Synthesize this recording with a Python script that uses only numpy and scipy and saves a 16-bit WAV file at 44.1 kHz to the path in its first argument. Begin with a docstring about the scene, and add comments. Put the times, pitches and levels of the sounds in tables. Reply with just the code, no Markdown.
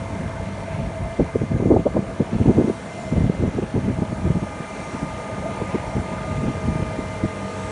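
"""An aeration tank heard from its walkway: rising air keeps the water gurgling, splashing and fizzing.
Behind it a blower hums and whines, its tones swelling as the listener turns through their standing
waves; its supply pipe roars and a second machine drones. Wind rumbles on the microphone and throws
dull puffs and hollow thumps at it. Late on, a run of large bubbles glugs to the surface."""
import sys
import numpy as np
from scipy import signal
from scipy.fft import rfft, irfft, next_fast_len
from scipy.io import wavfile
from scipy.ndimage import uniform_filter1d, map_coordinates

SR = 44100
rng = np.random.default_rng(int(sys.argv[2]) if len(sys.argv) > 2 else 0)


def digitize_waveform(pressure):
    """Quantize a signal to 16-bit integers and store it at the path in sys.argv[1].

    Rows of a 2-D input are taken as channels; values are limited to [-1, 1].
    """
    field = np.atleast_2d(pressure).T
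    bounded = np.clip(field, -1, 1)
    quanta = np.round(bounded * 32767).astype(np.int16)
    wavfile.write(sys.argv[1], SR, quanta)


N = 340011
SHAFT_HZ = 48.702

# faders for the water, before trim: t/s, gurgle/dB, splash/dB, fizz/dB
WATER_LEVELS = [(0.0, -36.5, -42.5, -51), (0.62, -37, -43.5, -52.5), (1.44, -38.5, -44.5, -53.5),
                (1.8, -42, -48, -54), (1.97, -36.5, -45.5, -53.5), (2.38, -34, -43.5, -51.5),
                (2.86, -36.5, -43, -50), (3.05, -33.5, -43.5, -50), (3.39, -36, -43.5, -52),
                (3.78, -37, -44, -52.5), (4.53, -35, -44, -50.5), (4.81, -34, -42, -47),
                (5.28, -33.5, -43, -50), (5.54, -32, -42, -50), (7.28, -36, -41.5, -49),
                (7.71, -33, -40.5, -47)]
# EQ of the deep gurgle: f/Hz, level/dB
GURGLE_EQ = [(25, -27), (70, -3.5), (170, 8), (330, 1), (450, -3), (570, 0.5), (780, -6), (1000, -6),
             (1150, -19.5), (1500, -19.5), (3000, -66.5)]
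# EQ of the splash before the listener turns: f/Hz, level/dB
SPLASH_EQ = [(600, -31), (1030, 3.5), (1130, -2), (1350, -3.5), (1580, 3), (1780, -1.5), (1920, -4.5),
             (2250, -5.5), (2500, -6.5), (3300, -11), (5000, -19.5), (10000, -40)]
# EQ of the splash after the turn: f/Hz, level/dB
TURNED_SPLASH_EQ = [(600, -16), (1100, 0), (1350, -1), (1580, 1), (1780, -2), (1920, -3.5), (2250, -7.5),
                    (2500, -6), (3300, -10), (5000, -20), (10000, -38)]
# EQ of the foam's fizz: f/Hz, level/dB
FIZZ_EQ = [(1500, -25), (3800, -2), (4450, 0), (4900, -6.5), (5600, 1), (6150, -0.5), (6550, 1), (6950, -2),
           (7300, -0.5), (7700, -3.5), (8600, -1), (9200, -1.5), (10100, -4.5), (11000, -6.5)]
# the listener's turn: t/s, stance (0 first, 1 second, 2 third)
STANCE = [(0, 0), (1.5, 0), (3, 0.89), (4.3, 1.08), (6.1, 1.31), (6.9, 1.5), (7.4, 1.57)]
# blower hum at each stance, before trim: multiple of the shaft rate, first/dB, second/dB, third/dB
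HUM_ORDERS = [(2, -39, -55, -25), (4, -42, -48, -31), (6, -48.5, -61.5, -34), (7, -52, -62, -66),
              (9, -50, -58.5, -26), (10, -57, -54, -36), (11, -48, -55, -49.5), (17, -71, -46, -52),
              (18, -60, -53, -46), (22, -54, -63, -47.5), (23, -72, -63.5, -56), (24, -53.5, -55, -63),
              (26, -67, -52.5, -61.5), (28, -72, -66, -56), (33, -66, -71.5, -39), (36, -58, -59.5, -59)]
# the blower's lead tones in their standing waves: t/s, drone/dB, vanes/dB, lower gear mesh/dB
TONE_LEVELS = [(0, -53, -55, -66), (.4, -50, -57, -74), (1.1, -48, -51.5, -49), (1.8, -48, -49, -52.5),
               (2.3, -55, -53, -56.5), (3.1, -51, -64, -47), (3.7, -43, -62, -54), (4.2, -41, -45.5, -56.5),
               (4.7, -47, -44.5, -48), (5.3, -42.5, -41.5, -48.5), (5.9, -42.5, -42, -56),
               (6.4, -38.5, -40.5, -48.5), (7.1, -37, -42, -46), (7.7, -38.5, -41.5, -49.5)]
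# resonances of the blower casing: f/Hz, width/Hz, relative level/dB
CASING_MODES = [(197, 47, 6.5), (647, 34, -6), (2056, 130, -6), (2394, 97, -7.5)]
# gear whines in their standing waves: t/s, lower sidebands/dB, upper mesh/dB, upper sidebands/dB
WHINE_LEVELS = [(0, -51.5, -68, -60), (.6, -52, -68, -60), (1.2, -59, -75, -59), (2.4, -67, -73, -77),
                (3.1, -63, -75, -70), (3.9, -65, -81, -67), (4.7, -55, -57, -52), (5.3, -52, -67, -58.5),
                (6, -49.5, -64, -56), (6.8, -55, -50, -61), (7.7, -55, -59, -63)]
# sidebands of the lower whine: multiple of a third of the shaft rate, relative level/dB
LOWER_SIDEBANDS = [(122, -20.5), (124, -15.5), (125, -5), (127, -10.5), (129, -2.5), (130, -2),
                   (131, -11.5)]
# sidebands of the upper whine: multiple of a third of the shaft rate, relative level/dB
UPPER_SIDEBANDS = [(140, -5.5), (143, -17), (144, -18), (145, 0), (147, -8)]
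# fader for the supply pipe's roar: t/s, level/dB
PIPE_LEVELS = [(0, -44), (1, -44.5), (1.6, -55.5), (3, -53), (4.5, -46.5), (5.3, -44), (5.9, -41),
               (6.3, -47), (6.8, -42), (7.3, -49), (7.7, -43)]
# tones of the second machine: f/Hz, relative level/dB, wander/Hz
MOTOR_TONES = [(662, 0, .4), (1305, -14, .5)]
# faders for the second machine: t/s, tone/dB, rush/dB
MOTOR_LEVELS = [(0, -45, -41.5), (.6, -43, -40), (1.1, -42, -37), (1.5, -47, -45.5), (2.2, -43.5, -41),
                (2.75, -42, -51), (2.98, -59, -34), (3.4, -47, -51), (4.2, -51, -45.5), (5.4, -45, -47),
                (6.1, -55, -42), (6.7, -50.5, -44), (7.7, -58, -50)]
# fader for the bed of light wind, before trim: t/s, level/dB
BREEZE_LEVELS = [(0, -31.5), (.5, -32.5), (.9, -28.5), (1.3, -37.5), (1.8, -29), (2.5, -40.5), (3.1, -34.5),
                 (4.25, -30), (4.6, -40.5), (5.3, -36), (5.6, -33), (6.2, -33.5), (6.5, -28.5), (7.05, -29),
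                 (7.45, -38.5), (7.7, -35.5)]
# EQ of the wind's rumble: f/Hz, level/dB
BREEZE_EQ = [(15, -26.5), (30, -17), (55, 4), (90, 4.5), (150, 1.5), (220, -2), (350, -26.5), (700, -35.5),
             (2000, -93.5)]
# strong eddies hitting the microphone: t/s, level/dB, half length/s, centre f/Hz
EDDY_CUES = [(0.217, -25, 0.014, 167), (0.262, -25.5, 0.012, 170), (0.41, -29, 0.02, 130),
             (0.798, -26, 0.0084, 120), (1.025, -23.5, 0.018, 110), (1.2, -13, 0.0047, 292),
             (1.215, -15.5, 0.012, 195), (1.357, -20, 0.0075, 260), (1.418, -16.5, 0.0032, 310),
             (1.429, -19.5, 0.012, 180), (1.521, -18, 0.0083, 164), (1.557, -15.5, 0.014, 149),
             (1.604, -18.5, 0.0046, 220), (1.628, -17.5, 0.0089, 225), (1.667, -15, 0.014, 223),
             (1.717, -10, 0.012, 300), (1.742, -15, 0.0074, 305), (1.767, -10, 0.0044, 367),
             (1.795, -19, 0.0099, 270), (1.867, -13.5, 0.007, 424), (1.95, -19.5, 0.005, 292),
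             (1.969, -14, 0.0059, 316), (1.994, -16.5, 0.006, 195), (2.029, -26, 0.0058, 250),
             (2.209, -13.5, 0.0089, 267), (2.342, -18, 0.01, 215), (2.362, -16, 0.003, 125),
             (2.413, -13, 0.011, 192), (2.46, -13, 0.0049, 212), (2.484, -10, 0.0069, 200),
             (2.5, -13.5, 0.014, 273), (2.56, -18.5, 0.0084, 185), (2.583, -11.5, 0.0092, 258),
             (2.599, -13.5, 0.004, 260), (2.613, -16, 0.0065, 300), (2.645, -16.5, 0.0093, 235),
             (2.69, -17.5, 0.012, 310), (3.13, -16, 0.0086, 181), (3.174, -13, 0.0099, 165),
             (3.206, -15, 0.008, 166), (3.22, -15.5, 0.0071, 163), (3.245, -14.5, 0.0083, 169),
             (3.264, -17.5, 0.0088, 155), (3.298, -11, 0.0034, 182), (3.406, -18, 0.0093, 170),
             (3.436, -15, 0.013, 215), (3.476, -16.5, 0.0082, 160), (3.555, -23, 0.014, 240),
             (3.589, -18, 0.0055, 283), (3.63, -19.5, 0.0074, 228), (3.762, -17, 0.014, 244),
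             (3.789, -23, 0.016, 175), (3.852, -20, 0.015, 170), (3.886, -15, 0.0066, 233),
             (3.903, -19.5, 0.013, 166), (3.989, -15.5, 0.003, 170), (4.023, -16.5, 0.008, 214),
             (4.128, -21, 0.0054, 179), (4.19, -23.5, 0.007, 179), (4.233, -23.5, 0.012, 164),
             (4.271, -16.5, 0.018, 156), (4.305, -16, 0.0096, 155), (4.364, -18, 0.014, 173),
             (4.431, -20, 0.0076, 203), (4.606, -27, 0.0071, 170), (4.951, -26, 0.013, 223),
             (5.033, -21.5, 0.0085, 215), (5.623, -20.5, 0.005, 327), (5.75, -16, 0.006, 280),
             (5.888, -28, 0.008, 130), (5.978, -19.5, 0.015, 173), (6.133, -27, 0.0068, 160),
             (6.324, -24.5, 0.027, 157), (6.444, -22, 0.014, 186), (6.484, -20, 0.015, 230),
             (6.68, -20.5, 0.013, 190), (6.758, -15.5, 0.0034, 161), (6.799, -19.5, 0.0075, 188),
             (6.827, -15.5, 0.004, 144), (6.992, -19, 0.003, 244), (7.245, -15, 0.0071, 177)]
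# EQ of one eddy: multiple of its centre frequency, level/dB
EDDY_EQ = [(.1, -14), (.3, -2.5), (.65, 0), (1.05, 1), (1.5, -6), (2.3, -16), (3.6, -23), (7, -43),
           (25, -100)]
# washes of breaking water: t/s, level/dB, half length/s, centre f/Hz
WASH_CUES = [(.74, -46, 0.058, 2450), (1.8, -49, 0.015, 2700), (3.88, -52, 0.069, 2500),
             (5.77, -43, 0.07, 2320), (5.72, -46.5, 0.34, 955)]
# wind striking the microphone port head-on: t/s, level/dB, f/Hz
THUMP_CUES = [(1.199, -11, 480), (1.359, -5, 400), (1.418, -24, 420), (1.519, -21.7, 330),
              (1.601, -19, 480), (1.658, -11, 410), (1.717, -5, 440), (1.743, -10, 390), (1.77, -6, 410),
              (1.869, -5.5, 550), (1.968, -11.7, 480), (2.206, -16, 444), (2.419, -18, 330),
              (2.476, -17.1, 380), (2.497, -6, 355), (2.586, -12, 410), (2.598, -9.9, 350),
              (2.611, -12, 380), (2.644, -20, 360), (2.7, -11, 358), (3.135, -19.9, 500), (3.3, -15.5, 425),
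              (3.437, -14.4, 470), (3.587, -13, 340), (3.765, -16.2, 403), (3.885, -12.5, 347),
              (4.018, -21, 380), (4.305, -18.5, 354), (5.617, -17.2, 440), (5.752, -15.5, 480),
              (5.967, -22.4, 362), (6.756, -27, 420), (7.246, -21.5, 380)]
# a thin hiss in the fizz: t/s, level/dB, centre f/Hz
HISS_PATH = [(0, -74, 7100), (2.8, -75, 7100), (3.05, -55, 7130), (3.5, -82, 7300), (5.3, -85, 7400),
             (5.6, -64, 7400), (6.1, -64, 7400), (6.7, -72, 7450), (7.3, -66, 7650), (7.65, -55, 7800)]
# large bubbles surfacing: t/s, level/dB, starting f/Hz
GLUG_CUES = [(5.31, -33, 618), (5.43, -30, 593), (5.455, -27, 652), (5.48, -35, 697), (5.565, -38, 880),
             (5.58, -36, 693), (5.705, -35, 1007), (5.825, -32.5, 940), (5.9, -37, 880), (6.003, -34, 688),
             (6.115, -37, 970), (6.245, -35, 734), (6.273, -31, 614)]


def amp(db):
    """Decibels to gain."""
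    return 10 ** (np.asarray(db) / 20)


def unit(x):
    """Scale to rms 1."""
    return x / np.sqrt(np.mean(x ** 2) + 1e-20)


def eq_gain(eq, hz):
    """Gain of an EQ curve at hz, its points joined on a log frequency axis."""
    f, db = np.transpose(eq)
    return amp(np.interp(np.log(hz + 1e-6), np.log(f), db))


def curves(rows):
    """Automation lanes: one value per sample for each column after the time."""
    times, *columns = np.transpose(rows)
    return [np.interp(np.arange(N) / SR, times, column) for column in columns]


def wobble(rate):
    """A smooth random curve, rate knots a second."""
    knots = rng.standard_normal(int(N * rate / SR) + 4)
    return map_coordinates(knots, [np.arange(N) * rate / SR])


def filtered(x, response):
    """Pass x through a frequency response."""
    size = next_fast_len(len(x) + len(x) // 8)
    return irfft(rfft(x, size) * response(np.fft.rfftfreq(size, 1 / SR)), size)[:len(x)]


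def coloured(x, eq):
    """Pass x through an EQ curve and scale to rms 1."""
    return unit(filtered(x, lambda hz: eq_gain(eq, hz)))


def patchy(depth_db):
    """White noise with drifting patches of random gain."""
    spectrum = signal.stft(rng.standard_normal(N), nperseg=512)[2]
    patches = uniform_filter1d(rng.standard_normal(spectrum.shape), size=5, axis=0)
    patches = uniform_filter1d(patches, size=16, axis=1)
    return unit(signal.istft(spectrum * amp(depth_db * unit(patches)), nperseg=512)[1][:N])


def bubbles(low_hz, high_hz, cycles, spread_db, count):
    """Damped bubble rings of random size, each rising in pitch as it nears the surface."""
    when, pitch, strength = rng.random((count, 3)).T
    hz = (low_hz * (high_hz / low_hz) ** pitch)[:, None]
    t = np.arange(int(min(SR * cycles / low_hz, 1200))) / SR
    age = t * hz / cycles  # 1 when the ring is 60 dB down
    envelope = amp(-60 * age) * (1 - np.exp(-20 * age))
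    ring = envelope * np.sin(2 * np.pi * hz * t * (1 + age / 10))
    gain = hz * amp(-spread_db * np.log(1 - .99 * strength))[:, None]
    at = (when * N).astype(int)[:, None] + np.arange(len(t))
    return unit(np.bincount(at.ravel(), (gain * ring).ravel(), N)[:N])


def water():
    """Big bubbles gurgle up, the churned surface splashes, and tiny bubbles burst in the foam."""
    gurgle_db, splash_db, fizz_db = curves(WATER_LEVELS)
    gurgle = patchy(2.5) + amp(-14) * bubbles(377.5, 1204, cycles=13.5, spread_db=2, count=1200)
    splash = patchy(1.76) + amp(-13) * bubbles(1175, 4130, cycles=13.7, spread_db=2.5, count=5000)
    fizz = patchy(1.5) + amp(-9.5) * bubbles(3040, 10000, cycles=5.5, spread_db=2, count=20000)
    turned = np.clip(curves(STANCE)[0], 0, 1)
    splash = (1 - turned) * coloured(splash, SPLASH_EQ) + turned * coloured(splash, TURNED_SPLASH_EQ)
    return (amp(gurgle_db + 0.1) * coloured(gurgle, GURGLE_EQ)
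            + amp(splash_db) * splash
            + amp(fizz_db + 0.73) * coloured(fizz, FIZZ_EQ))


def tone(hz, clock, flutter_db):
    """A machine tone of rms 1 whose level flutters, slowly and quickly, in the moving air."""
    sine = np.sin(2 * np.pi * (hz * clock + rng.random()))
    return unit(sine * amp(flutter_db * (wobble(4) + 0.82 * wobble(22))))


def blower():
    """Shaft orders and gear whine share one slightly unsteady speed; rushing air rings the casing."""
    clock = np.cumsum(1 + 0.000562 * wobble(2.96)) / SR
    stance, = curves(STANCE)
    drone_db, vane_db, mesh_db = curves(TONE_LEVELS)
    hum = np.zeros(N)
    for order, *stance_db in HUM_ORDERS:
        gain = amp(np.interp(stance, [0, 1, 2], stance_db))
        hum += gain * tone(order * SHAFT_HZ, clock, flutter_db=2)
    drone = amp(drone_db) * tone(13 * SHAFT_HZ, clock, flutter_db=0.8)
    vanes = amp(vane_db) * tone(25 * SHAFT_HZ, clock, flutter_db=1)
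    return amp(-0.5) * hum + drone + vanes + casing() + gears(clock, mesh_db)


def casing():
    """A steady rush of air, coloured by the resonances of the blower casing."""
    def response(f):
        modes = sum((-1) ** k * amp(db) * 1j * f * width / (hz ** 2 - f ** 2 + 1j * f * width)
                    for k, (hz, width, db) in enumerate(CASING_MODES))
        return modes * np.abs(modes) ** 0.26  # sharpens the peaks

    return amp(-44.5) * unit(filtered(rng.standard_normal(N), response))


def gears(clock, lower_db, flutter_db=1.4, drift_rad=0.56):
    """Each gear pair sings a mesh tone; sidebands out of step with it give a light, uneven flutter."""
    phase = 2 * np.pi * clock * SHAFT_HZ / 3
    lower_sides_db, upper_db, upper_sides_db = curves(WHINE_LEVELS)

    def whine(mesh_order, mesh_db, sidebands, sides_db):
        out = amp(mesh_db + flutter_db * wobble(14)) * np.sin(mesh_order * phase)
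        for order, db in sidebands:
            offset = np.pi / 2 * (order - mesh_order) ** 2 + drift_rad * wobble(3)
            out += amp(sides_db + db) * np.sin(order * phase + offset)
        return np.sqrt(2) * out

    return (whine(128, lower_db, LOWER_SIDEBANDS, lower_sides_db)
            + whine(146, upper_db, UPPER_SIDEBANDS, upper_sides_db))


def pipe(centre_hz=898, width_hz=82):
    """Air rushing through the supply pipe roars in one hollow resonance."""
    level_db, = curves(PIPE_LEVELS)
    resonance = lambda hz: 1 / (1 + ((hz - centre_hz) / width_hz) ** 2) ** 2
    return amp(level_db) * unit(filtered(rng.standard_normal(N), resonance))


def motor():
    """A second machine holds a firm tone of its own, with a narrow rush of air around it."""
    tone_db, rush_db = curves(MOTOR_LEVELS)
    tones = np.zeros(N)
    for hz, db, wander_hz in MOTOR_TONES:
        clock = np.cumsum(1 + wander_hz / hz * wobble(14)) / SR
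        tones += amp(db) * tone(hz, clock, flutter_db=1)
    rush_eq = [(540, -62), (610, -21.5), (645, -4), (675, -9.5), (705, -11), (800, -59)]
    return amp(tone_db) * tones + amp(rush_db) * coloured(rng.standard_normal(N), rush_eq)


def breeze(trim_db=-2.5, flutter_db=4):
    """Countless weak eddies make a bed of low rumble that flutters at random."""
    level_db, = curves(BREEZE_LEVELS)
    gain = amp(level_db + trim_db + flutter_db * wobble(25))
    return gain * coloured(rng.standard_normal(N), BREEZE_EQ)


def puffs(low_hz=34.2, high_hz=980):
    """Each eddy is a dull puff with its own pitch and length; the microphone port sheds sub and top."""
    t = np.arange(-SR // 8, SR // 8) / SR
    port = lambda f: (1j * f / (1j * f + low_hz)) ** 2 / np.sqrt(1 + (f / high_hz) ** 6)
    out = np.zeros(N + SR)
    for at, db, half, hz in EDDY_CUES:
        width = np.where(t < 0, half, 1.226 * half)  # release a little longer than attack
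        swell = np.exp(-np.abs(t / width) ** 1.78 / 2)
        turbulence = swell * rng.standard_normal(len(t))
        puff = unit(filtered(turbulence, lambda f: eq_gain(EDDY_EQ, f / hz) * port(f)))
        out[round(at * SR):][:len(t)] += amp(db) * puff * np.sqrt(np.mean(swell ** 2))
    return out[len(t) // 2:][:N]  # each swell peaks on its cue


def washes():
    """Now and then a welling of air breaks the surface in a soft swell."""
    t = np.arange(N) / SR
    out = np.zeros(N)
    for at, db, half, hz in WASH_CUES:
        near = np.abs(t - at) < .6
        eq = [(.5 * hz, -35), (.6 * hz, -7), (hz, 0), (1.12 * hz, -7), (2 * hz, -30), (4 * hz, -80)]
        swell = np.exp(-((t[near] - at) / half) ** 2 / 2)
        out[near] += amp(db) * swell * coloured(rng.standard_normal(near.sum()), eq)
    return out


def thumps(half_cycles=0.63):
    """An eddy that strikes the microphone port head-on gives a hollow thump."""
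    t = np.arange(-SR // 8, SR // 8) / SR
    out = np.zeros(N + SR)
    for at, db, hz in THUMP_CUES:
        envelope = np.exp(-(t * hz / half_cycles) ** 2 / 2)
        out[round(at * SR):][:len(t)] += amp(db) * envelope * np.cos(2 * np.pi * (hz * t + rng.random()))
    return out[len(t) // 2:][:N]


def hiss():
    """A narrow band of hiss swells now and then and drifts upward."""
    level_db, centre_hz = curves(HISS_PATH)
    low_noise = coloured(rng.standard_normal(N), [(120, -3), (250, -11), (600, -34.5), (2000, -77)])
    carrier = np.sin(2 * np.pi * np.cumsum(centre_hz) / SR)
    return amp(level_db) * unit(low_noise * carrier)


def glugs(attack_s=0.0049, t60_s=0.098, rise_per_s=0.93):
    """A large bubble rings briefly as it surfaces, rising in pitch."""
    t = np.arange(SR // 5) / SR
    envelope = (1 - np.exp(-t / attack_s)) * amp(-60 * t / t60_s)
    envelope *= np.sqrt(2) / envelope.max()
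    out = np.zeros(N + SR)
    for at, db, hz in GLUG_CUES:
        ring = np.sin(2 * np.pi * hz * t * (1 + rise_per_s * t / 2))
        out[round(at * SR):][:len(t)] += amp(db) * envelope * ring
    return out[:N]


def scene():
    """The mono mix: beds of water, machinery and wind, with spot sounds on top."""
    beds = water() + blower() + pipe() + motor() + breeze()
    spots = puffs() + washes() + thumps() + hiss() + glugs()
    return (beds + spots)[None]


def record(dry, ceiling=0.85, top_hz=10320):
    """The recorder rounds off the strongest buffets and keeps nothing above its band limit."""
    rounded = dry / (1 + np.abs(dry / ceiling) ** 6) ** (1 / 6)
    brick_wall = lambda hz: 1 / np.sqrt(1 + (hz / top_hz) ** 200)
    return np.array([filtered(channel, brick_wall) for channel in rounded])


dry = scene()
out = record(dry)
digitize_waveform(out)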